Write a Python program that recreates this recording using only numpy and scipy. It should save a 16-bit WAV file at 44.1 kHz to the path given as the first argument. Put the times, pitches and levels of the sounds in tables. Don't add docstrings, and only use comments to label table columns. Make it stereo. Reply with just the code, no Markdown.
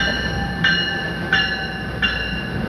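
import sys
import numpy as np
from scipy import signal
from scipy.fft import rfft, irfft
from scipy.io import wavfile
from scipy.ndimage import uniform_filter1d, minimum_filter1d

SR = 44100
rng = np.random.default_rng(int(sys.argv[2]) if len(sys.argv) > 2 else 0)


def waveform_to_disk(signal):
    frames = np.transpose(np.atleast_2d(signal))
    scaled = np.clip(frames, -1, 1) * 32767
    samples = np.round(scaled).astype(np.int16)
    wavfile.write(sys.argv[1], SR, samples)


N = 118188

OPPOSITE = np.array([[1], [-1]])
SPEED_M_S, PASSES_S, TRACK_M = 9, 1.2, 7.8
SOUND_M_S = 343
PORT_LAG_MS = 0.03


def undb(db):
    return 10 ** (np.asarray(db) / 20)


def curve(rows, axis=1):
    rows = np.array(rows)
    return np.interp(np.arange(N) / SR, rows[:, 0], rows[:, axis])


def colour(points):
    hz, db = np.array(points).T
    bins_hz = np.fft.rfftfreq(N, 1 / SR)
    return undb(np.interp(np.log(bins_hz + 1), np.log(hz), db))


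def noise(gain):
    x = irfft(rfft(rng.standard_normal(N)) * gain, N)
    return x / x.std()


def waver(width_hz, order=2):
    gain = (1 + (np.fft.rfftfreq(N, 1 / SR) / width_hz) ** 2) ** (-order / 2)
    return (noise(gain) + 1j * noise(gain)) / np.sqrt(2)


def fade(age, t60):
    return np.exp(-np.log(1000) * age / t60)


def passing(t):
    distance = np.hypot(SPEED_M_S * (t - PASSES_S), TRACK_M)
    return t - distance / SOUND_M_S


def ports(x, lag_ms):
    turn = np.exp(-2j * np.pi * np.fft.rfftfreq(N, 1 / SR) * lag_ms / 1000)
    return np.array([x, irfft(rfft(x) * turn, N)])


# start in seconds, level in dB, extra clang in dB,
# extra flare of the three main partials in dB (three columns), extra ring of the high partials in dB,
# attack of the clang in seconds.
BELL_BLOWS = [(-0.045, 0.46, 0.67, 33.5, -7, 12, -0.5, .003),
              (0.6401, -0.4, 0.07, 5.5, -11, 9.5, -1.5, 0.00042),
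              (1.3253, -0.89, 1, 11, -6.5, -1, -1.1, 0.00065),
              (2.023, -1.24, -0.33, -11, 3, 13, -3, 0.0088)]
# frequency in Hz, noise density in dB per Hz (relative).
CLANG_SPECTRUM = [(400, -29), (1050, -1.5), (1500, 13), (1850, 1.5), (2200, 0.5), (2520, -12), (2850, -7),
                  (3500, -3.5), (4100, -12.5), (4800, -17.5), (6300, -11.5), (8000, -61), (15000, -91.5)]
CLANG_DB, CLANG_T60_S = -21.5, 0.34
CRACK_DB, CRACK_T60_S = 12, 0.023
CRACK_BAND_HZ = (1470, 4300)


def clang(t):
    power, crack_level = 0, 0
    for start, blow_db, clang_db, *_, attack in BELL_BLOWS:
        age = np.maximum(t - start, 0)
        blow = undb(CLANG_DB + blow_db + clang_db) * (1 - np.exp(-age / attack))
        power = power + (blow * fade(age, CLANG_T60_S)) ** 2
        crack_level = crack_level + blow * undb(CRACK_DB) * fade(age, CRACK_T60_S)
    shape = colour(CLANG_SPECTRUM)
    band = signal.butter(3, CRACK_BAND_HZ, "bandpass", fs=SR, output="sos")
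    crack = signal.sosfilt(band, crack_level * noise(shape))
    modes = noise(shape) + 0.33 * noise(shape) * OPPOSITE
    return crack + np.sqrt(power) * modes


# frequency at rest in Hz, level in dB before the
# blow's own level, 60 dB decay time in seconds, swell time in seconds, shimmer as a ratio to the direct ring.
BELL_PARTIALS = [(1547, -27.5, 2.9, .005, 1.12), (1729, -24, 2.6, 0.011, 0.97),
                 (2847.5, -24, 2.11, .012, 1.11), (4120, -27.5, 1.596, 0.04, 2),
                 (5506, -36, 1.88, 0.016, 1.5), (6150, -57, 2.8, .1, .7), (3512, -27, 0.39, 0.01, 2),
                 (3280, -36, 0.36, 0.0043, 0.2), (3120, -32, 0.56, .004, .6),
                 (1397, -31.5, 0.74, .005, 0.44), (1334, -37.5, .6, .004, 0.51),
                 (1496, -25.5, 0.34, 0.0015, 0.24), (1776, -21.5, 0.36, 0.0017, 0.54),
                 (1963, -38, 1.4, .002, 1.1), (2365, -36, 0.32, 0.0011, 0.97)]
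# time in seconds, gain in dB.
PARTIAL_SINGING = [
    [(0, 3.5), (.35, -0.5), (.65, 6.5), (.705, 16), (.75, 6.5), (1.03, 6.5), (1.1, -20), (1.18, 10.5),
     (1.46, -1.5), (2.55, 2)],
    [(0, -3.5), (.66, 2), (1.04, 10.5), (1.1, 10.5), (1.17, 0.5), (1.28, 9), (1.62, -2), (2.19, -1),
     (2.27, -10), (2.47, 6), (2.55, -15)],
    [(0, 2.5), (.17, 3.5), (.32, -1), (.73, -9), (.77, 9), (.88, 1), (1.35, 0.5), (1.405, 12.5), (1.45, 1),
     (2.1, -5), (2.45, 1.5)],
    [(0, -6), (.14, -1.5), (.23, -5), (.3, 4), (.65, 9.5), (.72, 11), (.82, 6.5), (.9, -8.5), (1, 3.5)],
    [(.05, 0.5), (.24, -12), (.3, 7), (.47, -12), (.7, -0.5), (1.13, -5), (1.3, 2), (1.47, 9), (1.6, -3.5),
     (2.15, 2), (2.6, -4.5)],
]
HIGH_PARTIALS = (3, 4, 5)
FLARE_DB, FLARE_PEAK_S = -26, 0.0076
FLARE_LATE_S, FLARE_SHARPNESS = 0.025, 7
FLUTTER_DB, FLUTTER_RATE_HZ = 1.7, 14
SHIMMER_SPREAD = .024
SHIMMER_SIDE, SCATTER_DB, SCATTER_HZ = 0.55, -4, 22
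ECHO_GLIDE = .55


def bell(t):
    out, sent = np.zeros((2, N)), passing(t)
    for k, (hz, db, t60, swell, shimmer) in enumerate(BELL_PARTIALS):
        flare_peak, sharpness = (FLARE_LATE_S, FLARE_SHARPNESS) if k == 2 else (FLARE_PEAK_S, 1)
        power, flare = np.zeros(N), np.zeros(N)
        for start, blow_db, _, *flares, high_db, _ in BELL_BLOWS:
            age = np.maximum(t - start, 0)
            decay = undb(high_db * (k in HIGH_PARTIALS)) * fade(age, t60)
            power += (undb(blow_db + db) * (1 - np.exp(-age / swell)) * decay) ** 2
            if k < len(flares):
                u = age / flare_peak
                pulse = (u * np.exp(1 - u)) ** sharpness
                flare += undb(FLARE_DB + blow_db + flares[k]) * pulse

        tone = np.sqrt(2) * np.exp(2j * np.pi * (hz * sent + rng.random()))
        singing = undb(curve(PARTIAL_SINGING[k])) if k < len(PARTIAL_SINGING) else 1
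        flutter_db = FLUTTER_DB * np.sqrt(2) * waver(FLUTTER_RATE_HZ, order=4).real
        direct = singing * undb(flutter_db)

        drift = np.exp(2j * np.pi * hz * (1 - ECHO_GLIDE) * (t - sent))
        mid = drift * waver(SHIMMER_SPREAD * hz)
        side = drift * waver(SHIMMER_SPREAD * hz)
        scatter = undb(SCATTER_DB) * waver(SCATTER_HZ)
        echoes = shimmer * (mid + SHIMMER_SIDE * side * OPPOSITE + scatter)

        ring = np.sqrt(power) * (direct + echoes) / np.hypot(1, shimmer)
        out += (tone * (flare + ring)).real
    return out


# frequency in Hz, lead in radians.
PORT_PHASE = [(0, 0), (1800, -.15), (2760, 1), (4220, 1), (5100, .6), (6500, 2), (9000, 5)]


def around_phone(x):
    lead = np.interp(np.fft.rfftfreq(N, 1 / SR), *np.array(PORT_PHASE).T)
    return np.array([x[0], irfft(rfft(x[1]) * np.exp(-1j * lead), N)])


# time in seconds, left minus right in dB.
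BELL_BALANCE = [(0, -0.5), (.8, -1), (1.45, -1), (2.1, 1.5), (2.68, 1)]


def balance_bell(x):
    pan_db = curve(BELL_BALANCE)
    return x * undb(np.array([pan_db, -pan_db]) / 2)


# time in seconds, level in dB.
BELL_HUM_LEVEL = [(0, -33), (.28, -48.5), (.37, -31), (.62, -37), (.76, -47.5), (.95, -32.5), (1.12, -47.5),
                  (1.36, -31.5), (1.52, -40.5), (1.63, -35.5), (1.85, -44), (2.68, -44.5)]
BELL_HUM_HZ = 780.3


def bell_hum(t):
    tone = np.exp(2j * np.pi * BELL_HUM_HZ * passing(t))
    wobble = 1 + 0.48 * waver(28)
    hum_note = undb(curve(BELL_HUM_LEVEL)) * (wobble * tone).real
    return np.sqrt(2) * ports(hum_note, PORT_LAG_MS)


# frequency in Hz, side minus mid in dB (relative).
STATION_WIDTH = [(700, -13), (1600, -18), (2800, -11.5), (5000, -22.5)]
STATION_DB, STATION_T60_S = -10, 0.42


def station(x):
    age = np.arange(N) / SR
    side = irfft(rfft(noise(1)) * colour(STATION_WIDTH), N)
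    build_up = 1 - np.exp(-age / 0.016)
    tail = (noise(1) + side * OPPOSITE) * fade(age, STATION_T60_S) * build_up
    tail /= np.sqrt((tail ** 2).sum(1, keepdims=True))
    return undb(STATION_DB) * signal.fftconvolve(x, tail, axes=1)[:, :N]


# frequency in Hz, noise density in dB per Hz (relative).
RUMBLE_SPECTRUM = [(22, -37), (38, -9), (49, -4.5), (80, 4), (125, 4.5), (210, 5), (290, -4.5), (520, -5.5),
                   (750, -13), (1100, -15), (1600, -15), (2400, -25), (3800, -29), (5200, -32), (7000, -58),
                   (16000, -113)]
# frequency in Hz, side minus mid in dB.
RUMBLE_WIDTH = [(60, -51.5), (170, -26.5), (350, -13), (700, -4), (1500, -6.5), (3000, -32.5), (8000, 27)]
# time in seconds, bass gain in dB, treble gain in dB.
ROLL_LEVEL = [(0, 2, 5), (.4, 3.5, 4), (.8, -3, 1.5), (1.25, -1, 4.5), (1.6, -2, 1), (1.95, 1, 3),
              (2.25, -3.5, 2), (2.45, 0.5, 2.5), (2.6, 7.5, 3)]
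RUMBLE_DB = -29


def rolling():
    shape = colour(RUMBLE_SPECTRUM)
    wide = shape * colour(RUMBLE_WIDTH)
    side = noise(wide) * np.linalg.norm(wide) / np.linalg.norm(shape)
    x = noise(shape) + side * OPPOSITE
    bass = signal.sosfiltfilt(signal.butter(2, 320, fs=SR, output="sos"), x)
    treble = x - bass
    treble_db = curve(ROLL_LEVEL, axis=2) + 1.6 * waver(12).real
    return undb(RUMBLE_DB) * (bass * undb(curve(ROLL_LEVEL)) + treble * undb(treble_db))


# time in seconds, level in dB.
HUM_LEVEL = [(0, -33), (.42, -31.5), (.6, -38.5), (1, -47), (1.14, -39), (1.5, -41), (1.85, -38),
             (2.1, -32), (2.36, -30.5), (2.6, -63)]
# time in seconds, drone in dB, its octave in dB.
DRONE_LEVEL = [(0, -31, -57), (.45, -44, -47.5), (.68, -28, -34), (.95, -38.5, -43), (1.2, -29.5, -35),
               (1.55, -39.5, -48), (1.9, -57, -57), (2.68, -45.5, -40)]
HUM_HZ, DRONE_HZ = 60.15, 170


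def machinery(t):
    hum = undb(curve(HUM_LEVEL)) * np.sin(2 * np.pi * (HUM_HZ * t + rng.random()))
    sway = 4 * waver(3.1, order=4).real
    drone = 0
    for k in (1, 2):
        wobble = .5 + 0.8 * waver(9 * k)
        tone = np.exp(1j * k * (2 * np.pi * DRONE_HZ * t + sway))
        drone = drone + undb(curve(DRONE_LEVEL, axis=k)) * (wobble * tone).real
    return np.sqrt(2) * ports(hum + drone, PORT_LAG_MS)


# frequency in Hz, noise density in dB per Hz (relative).
HISS_SPECTRUM = [(3000, -18.5), (7300, -32.5), (8700, 4), (10300, 5.5), (12100, 4.5), (13200, 1),
                 (15500, -9.5)]
HISS_DB, HISS_LAG_MS = -60.5, .1
HISS_SPREAD = 0.14


def hiss():
    shape = colour(HISS_SPECTRUM)
    separate = np.array([noise(shape), noise(shape)])
    x = ports(noise(shape), HISS_LAG_MS) + HISS_SPREAD * separate
    return x * undb(HISS_DB + curve(ROLL_LEVEL, axis=2))


# time of the peak in seconds, level in dB, frequency in Hz,
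# bandwidth in Hz, length in seconds.
GEAR_KNOCKS = [(.09, -25.5, 580, 120, 0.021), (.634, -22, 170, 30, 0.0062), (2.045, -26.5, 210, 14, 0.036),
               (2.36, -27, 182, 16, 0.039)]
# seconds, dB, Hz, bandwidth in Hz, seconds.
WHEEL_SQUEAL = (1.88, -41, 1228, 10, .08)


def running_gear(t):
    out = 0
    for at, db, hz, width, length in [*GEAR_KNOCKS, WHEEL_SQUEAL]:
        envelope = undb(db) * np.exp(-((t - at) / length) ** 2)
        out = out + envelope * (waver(width) * np.exp(2j * np.pi * hz * t)).real
    return np.sqrt(2) * out


def scene():
    t = np.arange(N) / SR
    ringing = balance_bell(around_phone(clang(t) + bell(t)))
    whole_bell = ringing + bell_hum(t) + station(ringing)
    return whole_bell + rolling() + machinery(t) + hiss() + running_gear(t)


LIMIT, LIMIT_S = .8, .004
TOP_HZ = 15800


def record(dry):
    size = int(LIMIT_S * SR)
    peak = np.abs(dry).max(0)
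    gain = minimum_filter1d(LIMIT / np.maximum(peak, LIMIT), 2 * size)
    gain = uniform_filter1d(uniform_filter1d(gain, size), size)
    soft_ends = signal.windows.tukey(N, 2 * size / N)
    low_pass = signal.ellip(8, .2, 80, TOP_HZ, fs=SR, output="sos")
    return signal.sosfilt(low_pass, dry * gain * soft_ends)


dry = scene()
out = record(dry)
waveform_to_disk(out)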